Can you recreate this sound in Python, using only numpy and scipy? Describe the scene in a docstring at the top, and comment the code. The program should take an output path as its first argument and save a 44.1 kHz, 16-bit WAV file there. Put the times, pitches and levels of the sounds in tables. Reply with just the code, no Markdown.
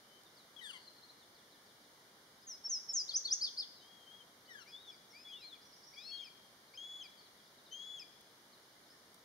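"""A soft hush of air and microphone hiss comes first, and in it a faint whistle from a nest high in a leafy
tree, left of the microphones. Two young hawks call there, louder later on, their voices cracking between a low
and a high register. Three dry ticks and two hoarse squawks pass; small birds chirp far off. A nearer songbird
sings one quick, loud phrase of gliding notes. Leaves scatter every call on its way to the stereo pair, and two
narrow notches dip the treble."""
import sys
import numpy as np
from scipy import signal
from scipy.fft import rfft, irfft
from scipy.io import wavfile
from scipy.ndimage import uniform_filter1d

SR = 44100
rng = np.random.default_rng(int(sys.argv[2]) if len(sys.argv) > 2 else 0)


def generate_wav(sig):
    """Save sig (samples, or channels by samples) to the path in sys.argv[1] as 16-bit PCM at SR."""
    pcm = np.round(np.clip(np.atleast_2d(sig).T, -1, 1) * 32767).astype(np.int16)
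    wavfile.write(sys.argv[1], SR, pcm)


N = 407484
TIME = np.arange(N) / SR
ALONG = np.linspace(0, 1, 101)  # share of the way through a note or one flank of it


def from_db(db):
    """Decibels to gain."""
    return 10 ** (np.asarray(db) / 20)


def at_hz(points, hz):
    """Read a spectrum on a log-frequency axis."""
    f, value = np.transpose(points)
    return np.interp(np.log(np.maximum(hz, 1)), np.log(f), value)


def drift(size, rate):
    """A random wander of spread about 1, turning rate times a second."""
    steps = np.arange(size) * rate / SR
    return np.interp(steps, np.arange(2048), rng.standard_normal(2048))


def contour(rows, glide_s=.003, edge_s=.0027):
    """A note's first sample, its soft on-off gate, and its columns joined with rounded corners."""
    s, *columns = np.transpose(rows)
    s = np.maximum.accumulate(s)
    t = np.arange(s[0] - edge_s, s[-1] + edge_s, 1 / SR)
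    from_edge_s = np.minimum(t - t[0], t[-1] - t)
    gate = np.sin(np.pi / 2 * np.clip(from_edge_s / (2 * edge_s), 0, 1)) ** 2
    curves = [uniform_filter1d(np.interp(t, s, c), max(int(glide_s * SR), 1)) for c in columns]
    return max(int(t[0] * SR), 0), gate, *curves


def arch(times, pitches, rise, fall, hold_s=0):
    """Times and pitches of a note that climbs and comes down; rise and fall run from foot 0 to top 1."""
    (start_s, top_s, end_s), (start_hz, top_hz, end_hz) = times, pitches
    s = np.r_[start_s + (top_s - start_s) * ALONG, np.linspace(top_s + hold_s, end_s, len(ALONG))]
    return s, np.r_[start_hz + (top_hz - start_hz) * rise, end_hz + (top_hz - end_hz) * fall[::-1]]


def tone(hz, level_db):
    """A gliding sine of the given rms level."""
    return np.sqrt(2) * from_db(level_db) * np.sin(2 * np.pi * np.cumsum(hz) / SR)


def add(track, start, sound):
    """Mix a sound into a track."""
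    part = track[..., start:start + sound.shape[-1]]
    part += sound[..., :part.shape[-1]]


def panned(x, left_db):
    """Share a sound between the two microphones at constant power."""
    gains = from_db(np.array([[1], [-1]]) * left_db / 2)
    return x * gains / np.sqrt(np.mean(gains ** 2, axis=0))


def left_leads(pair, lead_s):
    """A sound from the left reaches the right microphone later."""
    return np.array([pair[0], np.interp(TIME - lead_s, TIME, pair[1])])


def foliage(pair, near_db, near_t60, far_db, far_t60):
    """Direct sound, a quick scatter off nearby twigs and a longer one off the trees around."""
    t = TIME[:SR]
    out = pair
    for level_db, t60 in ((near_db, near_t60), (far_db, far_t60)):
        echoes = rng.standard_normal((2, SR)) * from_db(-60 * t / t60) * (1 - np.exp(-t / .012))
        echoes /= np.sqrt(np.sum(echoes ** 2, axis=1, keepdims=True))
        out = out + from_db(level_db) * signal.fftconvolve(pair, echoes, axes=1)[:, :N]
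    return out


# open air and microphone hiss: f/Hz, density/dB per Hz
HUSH_SPECTRUM = [(25, -117), (60, -107), (120, -101), (200, -97.5), (400, -97), (800, -99), (1500, -99),
                 (2100, -100), (3500, -101), (5000, -103), (7000, -107), (9500, -109), (15000, -115)]
# how alike the two microphones hear it: f/Hz, likeness/0-1
MIC_LIKENESS = [(60, 0.66), (130, 1), (290, 0.98), (640, 0.77), (1400, 0), (15000, 0.12)]
# thin whine of the electronics: f/Hz, level/dB
WHINE_TONES = [(5265, -91), (10530, -96), (11703, -94), (12871, -100), (14045, -101)]
def hush():
    """Steady noise, alike at both microphones in the bass and unrelated above, with a faint whine."""
    hz = np.fft.rfftfreq(N, 1 / SR)
    mid, side = rfft(rng.standard_normal((2, N)))
    alike = at_hz(MIC_LIKENESS, hz)
    pair = np.sqrt(1 + alike) * mid + np.sqrt(1 - alike) * side * [[1], [-1]]
    air = irfft(pair * from_db(at_hz(HUSH_SPECTRUM, hz)), N) * np.sqrt(SR) / 2
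    return air + sum(tone(np.full(N, f), db) for f, db in WHINE_TONES)


def cracking_whistle(row, crack_s=.004, fade_in_db=14, lead_sag=.18, tail_sag=.13):
    """A high arch, most often cracking up from a low lead-in and down to a low tail: t/s, f/Hz, level/dB."""
    shape, hold_s, fade_s, _, level_db, _, lead_s, lead_db, tail_s, tail_db, crack_hz = row[6:]
    start_s, _, end_s = row[:3]
    flank = np.sin(np.pi / 2 * ALONG) ** shape
    s, hz = arch(row[:3], row[3:6], flank, flank, hold_s)
    parts = [(s, hz, level_db - fade_in_db * np.clip(1 - (s - start_s) / fade_s, 0, 1))]
    # the low register is lower and softer the farther it is from the crack
    if lead_s > crack_s:
        away = (1 - ALONG) ** 2
        lead_hz = crack_hz * (1 - lead_sag * away)
        parts.insert(0, (start_s - crack_s - lead_s * (1 - ALONG), lead_hz, lead_db - 3 * away))
    if tail_s > crack_s:
        tail_hz = crack_hz * (1 - tail_sag * ALONG ** .8)
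        parts.append((end_s + crack_s + tail_s * ALONG, tail_hz, tail_db - 6 * ALONG))
    return np.hstack(parts).T


# calls from the nest, levels before the throat (the second row is the whistled start of the first squawk):
# start t/s, top t/s, end t/s, start f/Hz, top f/Hz, end f/Hz, arch shape (under 1 flat, 2 bell-like), hold/s,
# fade-in/s, lean left/dB, level/dB, extra octave/dB, lead-in/s, lead-in level/dB, tail/s, tail level/dB, low
# side of the crack f/Hz
HAWK_CALLS = [ (0.03, 0.11, 0.2, 3085, 3060, 3080, 1, 0, .08, 14, -67, -6, 0, 0, 0, 0, 0),
              (0.562, 0.571, 0.612, 3280, 3360, 3000, 2, 0, .003, 13, -51.5, -11, 0, 0, 0, 0, 0),
              (3.795, 3.93, 4.05, 2970, 3285, 3160, 1.1, 0, .03, 7.5, -64.5, 0, 0, 0, 0, 0, 0),
              (4.05, 4.17, 4.232, 3110, 3295, 3120, 2, 0, .025, 7.5, -60.5, -6, 0, 0, 0, 0, 0),
              (4.716, 4.838, 4.91, 3345, 3810, 3350, 2, 0, .028, 5.3, -49.5, -9, .055, -58, .04, -60, 2500),
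              (5.243, 5.262, 5.41, 3400, 3400, 2720, 1.8, .01, .012, 4.5, -53.5, -6, .11, -53.5, .048, -52.5, 2580),
              (5.319, 5.472, 5.546, 3330, 4220, 3350, 2.1, 0, .003, 5, -49.5, -9, .048, -58, .025, -59, 2530),
              (5.965, 6.088, 6.211, 3300, 4380, 3330, 1.8, .062, .015, 7.3, -48.5, -2, .033, -59, .024, -60, 2480),
              (6.116, 6.125, 6.24, 3270, 3255, 3110, .7, .085, .003, 6.7, -49, -5, .152, -51, .044, -48.5, 2680),
              (6.773, 6.89, 7.03, 3150, 3385, 3080, .9, .1, .002, 4.9, -47.5, 1, .033, -55, .037, -49, 2620),
              (7.7, 7.93, 7.991, 2850, 3410, 3110, .5, 0, .025, 6.3, -49, 4, 0, 0, .04, -46.5, 2700), ]
# the throat each call glides through: f/Hz, fundamental gain/dB, octave against it/dB
HAWK_THROAT = [(2100, -6, -11), (2330, 0, -5), (2700, 0, -4), (2780, -6, -17), (2950, -7, -17),
               (3100, 2, -11), (3260, 0.5, -20), (3400, 0.5, -21.5), (3520, -4, -28), (3700, -12.5, -24),
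               (3950, -11, -21), (4280, -1.5, -21)]
def hawks(waver=.0037, rasp=.006, flutter_db=1.9, third_db=-19, low_share=.4):
    """High in the tree, to the left: nearly pure whistles whose octave stands out in the low register."""
    out = np.zeros((2, N))
    throat_hz, pass_db, second_db = np.transpose(HAWK_THROAT)
    for row in HAWK_CALLS:
        left_db, _, extra_db = row[9:12]
        start, gate, hz, effort_db = contour(cracking_whistle(row))
        level_db = effort_db + np.interp(hz, throat_hz, pass_db)
        extra_share = at_hz([(2650, low_share), (2850, 1)], hz)
        octave_db = level_db + extra_share * extra_db + np.interp(hz, throat_hz, second_db)
        # the voice drops out for an instant while it cracks between registers
        octaves_per_s = np.abs(np.gradient(np.log2(hz))) * SR
        gate = gate / (1 + (octaves_per_s / 35) ** 4)
        hz = hz * (1 + waver * drift(len(hz), 119) + rasp * drift(len(hz), 1200))
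        partials = [(1, level_db), (2, octave_db), (3, octave_db + third_db)]
        voice = sum(tone(k * hz, db + at_hz([(8000, 0), (13000, -20)], k * hz)) for k, db in partials)
        flutter = from_db(flutter_db * drift(len(hz), 123.2))
        add(out, start, panned(voice * gate * flutter, left_db))
    return foliage(out, near_db=-14, near_t60=.15, far_db=-11, far_t60=1.1)


# faint ticks at both microphones: t/s, level before the filter/dB
DRY_TICKS = [(.234, -45), (8.209, -45), (9.144, -43)]
def ticks(decay_s=.0023):
    """Tiny bright snaps of noise, with no echo."""
    out, t = np.zeros((2, N)), TIME[:SR // 20]
    for s, level_db in DRY_TICKS:
        snap = rng.standard_normal((2, len(t))) * np.exp(-t / decay_s)
        add(out, int(s * SR), from_db(level_db) / 2 * snap)
    return signal.sosfilt(signal.butter(1, [3000, 11000], "band", fs=SR, output="sos"), out)


def far_glides(rows, bend, flutter_db=3):
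    """Little whistles that glide fast, then flatten, swelling midway; distance dulls their tops."""
    out = np.zeros(N)
    for s, length, from_hz, to_hz, level_db in rows:
        along = np.linspace(0, 1, max(int(length * SR), 2))
        hz = to_hz + (from_hz - to_hz) * ((1 - along) ** (2 * bend) + (1 - along)) / 2
        dulled_db = level_db + at_hz([(5500, 0), (7000, -6)], hz)
        voice = tone(hz, dulled_db + flutter_db * drift(len(hz), 150))
        add(out, int(s * SR), voice * np.sqrt(np.abs(np.sin(np.pi * along))))
    return out


# small birds far off in the trees: t/s, length/s, start f/Hz, end f/Hz, relative level/dB
FAR_CHIRPS = [(0.255, 0.027, 3950, 3520, -66), (0.355, 0.072, 5900, 3550, -66.5),
              (0.87, 0.021, 4560, 4020, -57), (0.965, 0.025, 4750, 4090, -61),
              (1.02, 0.039, 3550, 4430, -61), (1.09, 0.027, 3480, 4340, -60.5),
              (1.52, 0.13, 1880, 1690, -76), (2.415, 0.029, 4870, 5100, -67),
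              (3.725, 0.12, 5100, 3540, -66), (4.455, 0.017, 3480, 4860, -64),
              (4.478, 0.025, 3040, 2980, -59), (7.17, 0.055, 5050, 4200, -66),
              (7.375, 0.042, 4200, 3100, -66), (7.655, 0.031, 4650, 3400, -63.5),
              (8.525, 0.04, 4700, 3700, -69), (8.755, 0.019, 1950, 2110, -68),
              (8.893, 0.046, 4600, 5400, -67.5), (8.92, 0.034, 1860, 1800, -70)]
def chirps():
    """Single, sharply bent whistles."""
    return far_glides(FAR_CHIRPS, bend=3)


# nasal squawks well to the left, one list a call: t/s, f/Hz, level/dB
SQUAWK_CALLS = [
    [(0.612, 2000, -56), (0.635, 1880, -50.5), (0.66, 1720, -46), (0.69, 1590, -50), (0.712, 1420, -42.5),
     (0.725, 1220, -65), (0.735, 1110, -48), (0.755, 1050, -51.5), (0.78, 960, -54)],
    [(4.485, 2080, -69), (4.51, 1920, -52), (4.55, 1720, -56), (4.59, 1570, -56.5), (4.62, 1370, -50.5),
     (4.64, 1320, -59)],
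]
# the throat shape of each: f/Hz, relative gain/dB
SQUAWK_THROATS = [
    [(1000, -10), (1500, -16), (2100, -5), (3100, 1), (3800, -7), (4400, -24), (5300, -30), (7000, -15),
     (9000, -17), (12000, -36)],
    [(1300, -10), (1850, 2), (2700, 2), (3600, -8), (4500, -14), (6000, -10), (7200, -22), (12000, -36)],
]
def squawks(rasp=.0118, flutter_db=3):
    """A hoarse stack of ten harmonics slides down through the throat's resonances."""
    out = np.zeros(N)
    for rows, throat in zip(SQUAWK_CALLS, SQUAWK_THROATS):
        start, gate, hz, level_db = contour(rows)
        hz = hz * (1 + rasp * drift(len(hz), 614))
        stack_hz = np.outer(np.arange(1, 11), hz)
        shape_db = at_hz(throat, stack_hz)
        shape_db -= 10 * np.log10(np.sum(from_db(shape_db) ** 2, axis=0))  # keep the total power
        for f, db in zip(stack_hz, shape_db):
            add(out, start, gate * tone(f, level_db + db + flutter_db * drift(len(hz), 80)))
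    pair = left_leads(panned(out, left_db=9), lead_s=.00022)
    return foliage(pair, near_db=-9.5, near_t60=.17, far_db=-14.5, far_t60=.94)


# one buzzy note, far off: t/s, f/Hz, relative level/dB
FAR_BUZZ = [(.62, 4530, -67), (.68, 4590, -63), (.78, 4490, -65), (.87, 4430, -65)]
def buzz(trill_hz=90, swing_hz=260):
    """A whistle whose pitch swings so rapidly that it buzzes."""
    out = np.zeros(N)
    start, gate, hz, level_db = contour(FAR_BUZZ)
    swing = swing_hz * np.sin(2 * np.pi * trill_hz * TIME[:len(hz)])
    add(out, start, gate * tone(hz + swing, level_db))
    return out


# distant runs: from t/s, until t/s, spacing/s, length/s, start f/Hz, end f/Hz, relative level/dB
FAR_RUNS = [(1.178, 1.9, .158, .08, 5600, 3140, -70), (4.65, 5.2, .215, .11, 6950, 4430, -66)]
def runs():
    """A bird repeats one falling slur at an even pace."""
    rows = [(s, *note) for from_s, until_s, spacing, *note in FAR_RUNS
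            for s in np.arange(from_s, until_s, spacing)]
    return far_glides(rows, bend=2.5)


# the near songbird's opening: t/s, length/s, from f/Hz, to f/Hz, opening flick/Hz, level/dB
SONG_SLURS = [(2.466, .09, 6700, 5050, 250, -46.5), (2.688, .094, 6600, 5020, 850, -35.5),
              (2.926, .098, 7050, 4860, 1700, -33.3)]
# their common shape: share of the length, share of the fall still to come, gain/dB
SLUR_SHAPE = [(0, 1, -21), (.09, .9, -3.5), (.2, .76, -2.5), (.42, .5, 0), (.6, .25, -.5), (.75, .07, -4.5),
              (.88, 0, -5.5), (1, .08, -6.5)]
def song_slurs(flick_s=.005):
    """Falling whistles that open with a quick downward flick."""
    share, fall, shape_db = np.transpose(SLUR_SHAPE)
    for s, length, from_hz, to_hz, flick_hz, db in SONG_SLURS:
        hz = to_hz + (from_hz - to_hz) * np.interp(ALONG, share, fall)
        hz += flick_hz * np.exp(-length * ALONG / flick_s)
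        yield s + length * ALONG, hz, db + np.interp(ALONG, share, shape_db)


# pips between the slurs: t/s, length/s, f/Hz, loudest point as a share of the length, level/dB
SONG_PIPS = [(2.638, .038, 5435, .72, -38.5), (2.884, .034, 5405, .48, -36.5)]
def song_pips(swell_db=18, release_db=9):
    """Short notes on one pitch that swell and fade."""
    for s, length, hz, loudest, db in SONG_PIPS:
        attack = swell_db * (1 - ALONG / loudest) ** 2
        release = release_db * ((ALONG - loudest) / (1 - loudest)) ** 2
        yield s + length * ALONG, np.full_like(ALONG, hz), db - np.where(ALONG < loudest, attack, release)


# the phrase's second half: start t/s, top t/s, end t/s, start f/Hz, top f/Hz, end f/Hz, level/dB
SONG_ARCHES = [(3.078, 3.096, 3.127, 3500, 4560, 3200, -36), (3.241, 3.26, 3.296, 3950, 4540, 3330, -34),
               (3.405, 3.438, 3.496, 4080, 5300, 3080, -34), (3.566, 3.596, 3.648, 3900, 5300, 3030, -37)]
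# the throat that then colours these notes: f/Hz, gain/dB
SONG_THROAT = [(3050, -21), (3380, -9.5), (3700, -12), (4100, -13), (4360, -1), (4900, 1), (5300, -1)]
def song_arches(swell_db=8):
    """Notes that swell as they climb, then drop in pitch."""
    onset_db = np.r_[swell_db * (1 - ALONG) ** 2, np.zeros_like(ALONG)]
    for row in SONG_ARCHES:
        s, hz = arch(row[:3], row[3:6], rise=ALONG, fall=ALONG ** 1.6)
        yield s, hz, row[-1] + at_hz(SONG_THROAT, hz) - onset_db


# the loudest notes at the microphones: t/s, length/s, level/dB
SONG_UPSWEEPS = [(3.133, .054, -27.7), (3.303, .046, -26)]
# their common shape: share of the length, f/Hz, gain/dB
UPSWEEP_SHAPE = [(0, 4900, -20), (.12, 4790, -17), (.19, 4760, -9), (.38, 5300, -7), (.555, 5870, 0),
                 (.75, 6400, -6), (.87, 6720, -13), (1, 5800, -20)]
def song_upsweeps():
    """Rising whistles between the arches, hooked down at the end."""
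    share, hz, shape_db = np.transpose(UPSWEEP_SHAPE)
    for s, length, db in SONG_UPSWEEPS:
        yield s + length * share, hz, db + shape_db


def songbird(waver=.0045, octave_db=-32):
    """Nearer the microphones, a little left: clean, fast glides with a trace of the octave."""
    out = np.zeros((2, N))
    for note in (*song_slurs(), *song_pips(), *song_arches(), *song_upsweeps()):
        start, gate, hz, level_db = contour(np.transpose(note), glide_s=.0026, edge_s=.0014)
        hz = hz * (1 + waver * drift(len(hz), 405))
        colour_db = at_hz([(8500, 9.5), (10000, 2.5), (11500, -20)], 2 * hz)
        voice = tone(hz, level_db) + tone(2 * hz, level_db + octave_db + colour_db)
        left_db = at_hz([(3500, 6), (5000, 1), (6500, .4)], hz)  # lower notes lean farther left
        add(out, start, panned(gate * voice, left_db))
    return foliage(left_leads(out, lead_s=8 / SR), near_db=-8, near_t60=.14, far_db=-12, far_t60=.8)


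# one round of a distant twitter: t/s into the round, length/s, start f/Hz, end f/Hz, gain/dB
TWITTER_MOTIF = [(0, .022, 4340, 5770, 1.5), (0.039, 0.0202, 6180, 5240, 1.5),
                 (0.057, .014, 5900, 4500, -25), (.094, 0.0096, 5200, 5640, -6)]
# its rounds: t/s, relative level/dB
TWITTER_ROUNDS = [(5.61, -63.5), (5.719, -60), (5.825, -59.5), (5.937, -59)]
def twitter():
    """Far off and slightly right, more scatter than direct sound: a bird repeats one quick motif."""
    rows = [(s + lag, length, from_hz, to_hz, db + note_db) for s, db in TWITTER_ROUNDS
            for lag, length, from_hz, to_hz, note_db in TWITTER_MOTIF]
    pair = panned(far_glides(rows, bend=.59), left_db=-1.5)
    return from_db(-5) * foliage(pair, near_db=0, near_t60=.1, far_db=2.5, far_t60=.55)


# the farthest birds: from t/s, to t/s, number of chirps, relative level/dB
FAR_CHATTER = [(6.55, 7.35, 8, -72), (7.35, 7.97, 12, -72), (8.5, 9.0, 7, -73)]
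def chatter(length_s=.03):
    """Soft falling chirps at random moments and pitches."""
    rows = []
    for from_s, to_s, count, level_db in FAR_CHATTER:
        for when, pitch, loudness in rng.random((count, 3)):
            s = from_s + when * (to_s - from_s)
            top_hz = 4200 + 1400 * pitch
            rows.append((s, length_s, top_hz, .8 * top_hz, level_db + 6 * (loudness - .5)))
    return far_glides(rows, bend=.99)


def scene():
    """All that reaches the microphones; most far birds share one leafy path from a little to the left."""
    far_birds = panned(chirps() + buzz() + runs() + chatter(), left_db=3)
    far_birds = from_db(-.5) * foliage(far_birds, near_db=-5, near_t60=.1, far_db=-4, far_t60=.8)
    return hush() + hawks() + ticks() + far_birds + squawks() + songbird() + twitter()


# two narrow dips in the treble: f/Hz, width/Hz
TREBLE_NOTCHES = [(2600, 800), (7700, 1300)]
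CUTOFF_HZ = 15700
def record(dry):
    """Two narrow notches in the treble, then the recorder's steep cut of the top."""
    for hz, width in TREBLE_NOTCHES:
        dry = signal.lfilter(*signal.iirnotch(hz, hz / width, fs=SR), dry)
    return signal.sosfilt(signal.ellip(12, .1, 80, CUTOFF_HZ, fs=SR, output="sos"), dry)


dry = scene()
out = record(dry)
generate_wav(out)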